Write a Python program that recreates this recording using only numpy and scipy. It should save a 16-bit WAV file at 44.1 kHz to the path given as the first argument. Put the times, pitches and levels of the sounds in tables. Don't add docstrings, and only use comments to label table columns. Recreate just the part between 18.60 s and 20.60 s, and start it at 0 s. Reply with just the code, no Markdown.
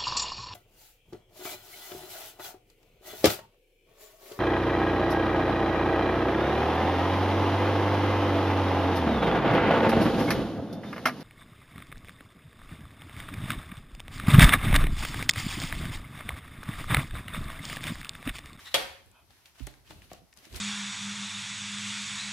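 import sys
import numpy as np
from scipy import signal
from scipy.io import wavfile

SR = 44100
rng = np.random.default_rng(int(sys.argv[2]) if len(sys.argv) > 2 else 0)


def rack_gain(trim_db):
    fader = np.asarray(trim_db, float)
    return 10 ** (fader / 20)


def to_wav(sig):
    pcm = np.clip(np.atleast_2d(sig), -1, 1) * 32767
    pcm = np.round(pcm).astype(np.int16)
    wavfile.write(sys.argv[1], SR, pcm.T)


N = 88200

# t/s, level/dB, left-right/dB
CLANK = [
    (.1410, -25, 4.0),
    (.1430, -12, 2.5),
    (.1476, -19, 2.5),
    (.1494, -20, 1.5),
    (.1532, -24, 1.5),
    (.1572, -22, 1.5),
    (.1622, -29, 1.5),
    (.1792, -33, 1.5),
]
# f/Hz, level/dB
CRACK = [(330, -23.5), (600, -6.5), (1500, -10), (3300, -3), (6500, -17), (11000, -14), (14500, -22.5),
         (16500, -50)]
EDGES = 25 * 2 ** np.arange(0, 9.6, .5)


def at_hz(points, hz):
    table = np.array(points)
    return np.interp(np.log(hz), np.log(table[:, 0]), table[:, 1])


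def rms_one(x):
    return x / np.sqrt(np.mean(x ** 2) + 1e-20)


def drift(rate):
    points = rng.standard_normal(N // 200)
    return np.interp(np.arange(N) / SR * rate, np.arange(len(points)), points)


def ring(x, hz, t60):
    r, w = rack_gain(-60 / (t60 * SR)), 2 * np.pi * hz / SR
    return signal.lfilter([0, np.sin(w)], [1, -2 * r * np.cos(w), r * r], x + 1e-18)


def band(x, low, high):
    sos = signal.butter(2, [low, min(high, .45 * SR)], "band", fs=SR, output="sos")
    return signal.sosfilt(sos, x)


def coloured(x, spectrum, patchy_db=0):
    # f/Hz, likeness/1
    likeness = [(40, 0.44), (300, 0.77), (4000, 0.051), (15000, 0.032)]
    out = 0
    for k, (low, high) in enumerate(zip(EDGES, EDGES[1:])):
        mid, side = band(x[k % len(x)], low, high)
        hz = np.sqrt(low * high)
        alike = np.clip(at_hz(likeness, hz), -1, 1)
        ports = np.sqrt(1 + alike) * mid + np.sqrt(1 - alike) * side * [[1], [-1]]
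        out = out + rack_gain(at_hz(spectrum, hz) + patchy_db * drift(13)) * ports
    return rms_one(out)


def grains(rate, spread_db):
    sizes = rack_gain(spread_db * np.minimum(rng.exponential(1, N), 4)) * rng.choice([-1, 1], N)
    return rms_one(sizes * (rng.random(N) < rate / SR))


def swell(rows):
    t = np.arange(N) / SR
    return sum(rack_gain(db) * np.interp(t, [s, s + rise, s + rise + fall], [0, 1, 0]) ** 0.86
               for s, rise, fall, db in rows)


def add(out, s, sound, pan_db):
    i = int(s * SR)
    sides = rack_gain(np.array([[pan_db / 2], [-pan_db / 2]]))
    out[:, i:i + sound.shape[-1]] += (sound * sides)[:, :N - i]


def hiss():
    # f/Hz, level/dB
    hiss_colour = [(150, -19.5), (300, -35.5), (700, -1.5), (2000, -8), (5000, -6), (8000, -16),
                   (11000, -9), (16000, -18)]
    noise = coloured(rng.standard_normal((2, 2, N)), hiss_colour, patchy_db=1.2)
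    return rack_gain(-68.5) * noise * rack_gain(np.array([[.6], [-.6]]))


def rumble():
    # f/Hz, level/dB
    rumble_colour = [(25, -16.5), (50, -6.5), (80, -1.5), (130, -12.5), (220, -17.5), (400, -17),
                     (800, -42)]
    # t/s, rise/s, fall/s, level/dB
    flexes = [(-.05, 0.059, 0.27, -66), (.14, 0.031, 0.2, -55), (.37, 0.043, 0.028, -65.5),
              (.44, 0.029, 0.085, -61), (.59, 0.026, 0.093, -72), (.68, 0.024, 0.064, -68.5),
              (1.15, 0.04, 0.2, -70), (1.28, 0.041, 0.29, -57), (1.55, 0.069, 0.065, -67),
              (1.76, 0.023, .08, -67), (1.9, 0.037, 0.099, -46)]
    noise = coloured(rng.standard_normal((2, 2, N)), rumble_colour, patchy_db=1.2)
    return (rack_gain(-69.5) + swell(flexes)) * noise


def paper():
    # f/Hz, level/dB
    paper_colour = [(300, -23.5), (600, -2.5), (1000, -3), (2500, 0.5), (5000, -4.5), (8000, -10),
                    (12000, -8), (16000, -13.5)]
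    # t/s, rise/s, fall/s, level/dB
    rustles = [(-.05, 0.046, 0.48, -53), (.43, 0.031, 0.091, -81), (.69, 0.015, 0.39, -64),
               (.85, 0.015, 0.051, -63.5), (.945, 0.015, 0.035, -63.5), (.975, 0.016, 0.13, -56),
               (1.06, 0.014, 0.16, -59.5), (1.24, 0.038, 0.066, -58.5), (1.29, 0.014, 0.16, -56.5),
               (1.41, 0.032, 0.1, -61.5), (1.49, 0.041, 0.085, -56), (1.76, 0.014, 0.097, -57),
               (1.82, 0.035, 0.062, -55.5), (1.89, 0.041, 0.077, -55), (1.94, 0.028, 0.046, -45.5)]
    grains_per_s, grain_db = 700, -5
    crackle = np.array([[grains(grains_per_s, 1.6), grains(grains_per_s, 4.0)]])
    rustle = rng.standard_normal((2, 2, N)) + rack_gain(grain_db) * crackle
    return swell(rustles) * coloured(rustle, paper_colour, patchy_db=2)


def bumps():
    # t/s, level/dB, f/Hz, t60/s
    bump_swings = [
        (1.004, -31.5, 261.5, 0.07),
        (1.004, -37.5, 128.5, 0.42),
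        (1.013, -22, 53.7, 0.16),
        (1.054, -48.5, 53.3, 0.57),
        (1.905, -39, 58.4, 0.42),
        (1.944, -29.5, 57.6, 0.1),
    ]
    leak_db = -25.5
    out, t = np.zeros((2, N)), np.arange(SR // 2) / SR
    for s, db, hz, t60 in bump_swings:
        swing = -np.sin(2 * np.pi * hz * t) * rack_gain(-60 * t / t60) * np.minimum(t * hz * 2, 1)
        add(out, s, rack_gain(db + leak_db / 2) * swing[None], leak_db)
    return out


def rubbing(strokes, peaks):
    slips_per_s = 4500
    slips = np.array([grains(slips_per_s, 3.0), grains(slips_per_s, 3.0)])
    slips = slips + 0.4 * slips[::-1]
    body = sum(rack_gain(db) * rms_one(ring(slips, hz, 2.2 / width)) for hz, width, db in peaks)
    return swell(strokes) * rms_one(body)


def scuff():
    # t/s, rise/s, fall/s, level/dB
    scuff_strokes = [
        (.51, 0.053, 0.09, -59.5),
    ]
    # f/Hz, width/Hz, level/dB
    scuff_peaks = [(940, 360, 0.1), (1400, 220, 0), (2500, 180, 1.6), (3060, 160, 0.58)]
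    return band(rubbing(scuff_strokes, scuff_peaks), 560, 3120)


def knocks():
    # t/s, peak/dB, f/Hz, t60/s, left-right/dB
    knock_hits = [(.07, -57.5, 450, 0.24, 4), (.705, -53.5, 726, 0.017, 4), (1.0738, -39, 377, 0.02, 1.5),
                  (1.0718, -35, 788, 0.039, 2.5), (1.0715, -32.5, 1860, 0.031, 9),
                  (1.13, -58, 290, 0.038, -5), (1.302, -49.5, 294, 0.22, 13), (1.3085, -36, 810, 0.022, 1),
                  (1.321, -44, 1400, 0.091, 1), (1.36, -50.5, 156.5, 0.14, -2),
                  (1.5165, -32, 670, 0.026, 0), (1.519, -42.5, 221.4, 0.02, 1), (1.536, -39, 640, 0.07, -2),
                  (1.552, -48.5, 700, 0.017, 2), (1.619, -48, 166.5, 0.074, -4),
                  (1.78, -56.5, 190, 0.063, 0), (1.83, -57, 265, 0.3, -10), (1.94, -37, 347, 0.028, -2),
                  (1.949, -43.5, 1260, 0.021, 12), (1.869, -49.5, 308, 0.24, -9),
                  (1.974, -39, 650, 0.077, 0)]
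    # multiple of pitch/1, level/dB
    knock_body = [(.3, -24), (.55, -9.5), (.79, -2), (1.06, 3.8), (1.7, -8), (2.7, -13.5)]
    edge = .6
    out, t = np.zeros((2, N)), np.arange(SR // 4) / SR
    for s, db, hz, t60, pan_db in knock_hits:
        rough = rng.standard_normal((2, len(t))) * 0.72 + rng.standard_normal(len(t))
        push = rough * rack_gain(-60 * t / t60) + edge * np.sqrt(t60 * SR) * (t == 0)
        body = sum(rack_gain(g_db) * ring(push, hz * m, 17.6 / (hz * m)) * np.sqrt(m) for m, g_db in knock_body)
        add(out, s, rack_gain(db) * body / np.abs(body).max(), pan_db)
    return out


def ticks():
    # t/s, peak/dB, f/Hz, t60/s, left-right/dB
    tick_hits = [(.462, -53, 9540, .008, -4), (0.5157, -50.5, 7200, 0.0081, 7),
                 (0.7072, -55.5, 3580, 0.017, 10), (0.858, -47, 3600, 0.032, -2),
                 (.957, -57.5, 1076, 0.033, 2), (0.964, -61, 2960, 0.018, 3),
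                 (0.997, -47.5, 2470, 0.023, 7), (1.033, -52.5, 9000, 0.02, 2),
                 (1.0698, -34.5, 8100, 0.017, 3.5), (1.0692, -38, 4400, 0.0068, 5),
                 (1.14, -45, 1730, 0.013, 7.5), (1.277, -51, 3000, 0.011, 4),
                 (1.3065, -45.5, 2630, 0.052, 4), (1.309, -49.5, 1120, 0.034, 9),
                 (1.42, -51, 2140, 0.04, 3), (1.504, -56, 2500, 0.012, 6), (1.514, -53, 3060, .02, 10),
                 (1.5324, -44, 6200, 0.011, 15.5), (1.5338, -41, 4440, 0.0093, 5),
                 (1.548, -50, 1810, 0.011, 13), (1.727, -57, 4500, 0.025, 4), (1.7293, -50, 1900, 0.017, 6),
                 (1.7392, -48.5, 7650, 0.0093, 3), (1.766, -54, 5950, 0.0072, 3),
                 (1.7745, -35.5, 4200, 0.0037, 15.5), (1.788, -48, 3500, .01, 10),
                 (1.854, -43.5, 3620, 0.01, 15.5), (1.928, -52.5, 4400, 0.0091, 28),
                 (1.9385, -46, 4400, 0.015, 7), (1.946, -36.5, 3540, 0.0094, 8),
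                 (1.956, -37, 3400, 0.0086, 5), (1.960, -42, 4700, 0.04, 10),
                 (1.9615, -41.5, 9150, .04, -7), (1.968, -43, 5940, 0.033, 3)]
    broad_db, width, reach = -4, 1.3, 2.6
    out, t = np.zeros((2, N)), np.arange(SR // 8) / SR
    for s, db, hz, t60, pan_db in tick_hits:
        a, b = rng.standard_normal((2, 2, len(t))) + rng.standard_normal((2, 1, len(t)))
        fade = rack_gain(-60 * t / t60) * np.minimum(t / .0007, 1)
        pitched = rms_one(band(a, hz / width, hz * width))
        broad = rms_one(band(b, hz / reach, hz * reach))
        add(out, s - .001, rack_gain(db - 1) * (pitched + rack_gain(broad_db) * broad) * fade, pan_db)
    return out


def slide():
    # t/s, rise/s, fall/s, level/dB
    slide_strokes = [
        (-.012, 0.016, 0.036, -57),
        (.044, 0.035, 0.024, -42),
        (.11, 0.006, 0.022, -48.5),
    ]
    # f/Hz, width/Hz, level/dB
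    slide_peaks = [(1400, 300, -12), (1960, 240, -4), (3000, 500, -12), (3800, 480, 1.5), (5300, 300, -14),
                   (7200, 900, -15)]
    return band(rubbing(slide_strokes, slide_peaks), 1100, 13000)


def clank():
    # f/Hz, level/dB, t60/s
    frame_modes = [(542.1, -5.5, 0.057), (700, -10.5, 0.025), (882, -16.5, .08), (1251, -12, 0.032),
                   (1892, -14, 0.042), (2110, -15.5, 0.028), (2368, -20, 0.042), (2733, -14, 0.078),
                   (2885, -6, 0.035), (2960, -14, 0.046), (3248, 2, 0.031), (3378, -2.5, 0.043),
                   (3736, -8.5, 0.053), (4560, -26.5, 0.054)]
    ring_db, crack_db, crack_t60 = -9, -4, 0.033
    port_slip = .16
    rings, cracks, t = np.zeros((2, N)), np.zeros((2, N)), np.arange(SR // 4) / SR
    crack = coloured(rng.standard_normal((2, 2, N)), CRACK)
    hz, level_db, t60 = np.array(frame_modes).T[:, :, None, None]
    phase = rng.uniform(0, 1, hz.shape) - 2 * np.pi * hz * CLANK[1][0]
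    phase = phase + port_slip * hz / 1000 * rng.normal(0, 1, (len(frame_modes), 2, 1))
    for k, (s, db, pan_db) in enumerate(CLANK):
        strength_db = rng.normal(0, 0.67, (len(frame_modes), 1, 1))
        swing = np.sin(2 * np.pi * hz * (t + int(s * SR) / SR) + phase) * np.minimum(t * hz, 1)
        modes = np.sum(swing * rack_gain(level_db + strength_db - 60 * t / t60), axis=0)
        add(rings, s, rack_gain(db + ring_db) * modes, pan_db)
        burst = crack[:, 2000 * (k + 1):][:, :len(t)]
        add(cracks, s, burst * rack_gain(db + crack_db - 60 * t / crack_t60), pan_db)
    return rings + cracks


def blow():
    click = np.zeros((2, 2, N)) + 1e-18
    click[:, 0, int(CLANK[1][0] * SR)] = 1, -1
    return rack_gain(-47) * coloured(click, CRACK)


def room(x):
    # f/Hz, t60/s
    room_t60 = [(100, 0.24), (500, 0.46), (1500, 0.52), (4000, 0.48), (12000, 0.38)]
    # f/Hz, level/dB
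    room_colour = [(100, 13.5), (500, 6), (1500, 2.5), (4000, 0.5), (12000, -0.5)]
    onset_s = 0.0045
    t, tail = np.arange(SR) / SR, 0
    white = rng.standard_normal((2, 2, SR)) + .5 * rng.standard_normal((2, 1, SR))
    for k, (low, high) in enumerate(zip(EDGES, EDGES[1:])):
        hz = np.sqrt(low * high)
        fade = rack_gain(at_hz(room_colour, hz) - 60 * t / at_hz(room_t60, hz))
        tail = tail + band(white[k % 2], low, high) * fade
    tail = tail * np.clip(t / onset_s - .5, 0, 1)
    tail = tail / np.sqrt(np.sum(tail ** 2) / 2)
    return signal.fftconvolve(x.mean(axis=0)[None], tail, axes=1)[:, :N]


def scene():
    metal, tick, knock = clank(), ticks(), knocks()
    rubs = slide() + scuff()
    to_room = blow() + rack_gain(-11) * (metal + tick) + rack_gain(-12) * (knock + rubs)
    close = metal + tick + knock + rubs
    return close + room(to_room) + bumps() + paper() + rumble() + hiss()


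def band_limit(x):
    return signal.sosfilt(signal.butter(12, 16520, fs=SR, output="sos"), x)


def record(dry):
    low_cut = signal.butter(4, 38, "high", fs=SR, output="sos")
    top_cut = signal.cheby2(10, 60, 16800, fs=SR, output="sos")
    return band_limit(signal.sosfilt(np.vstack([low_cut, top_cut]), dry))


dry = scene()
out = record(dry)
to_wav(out)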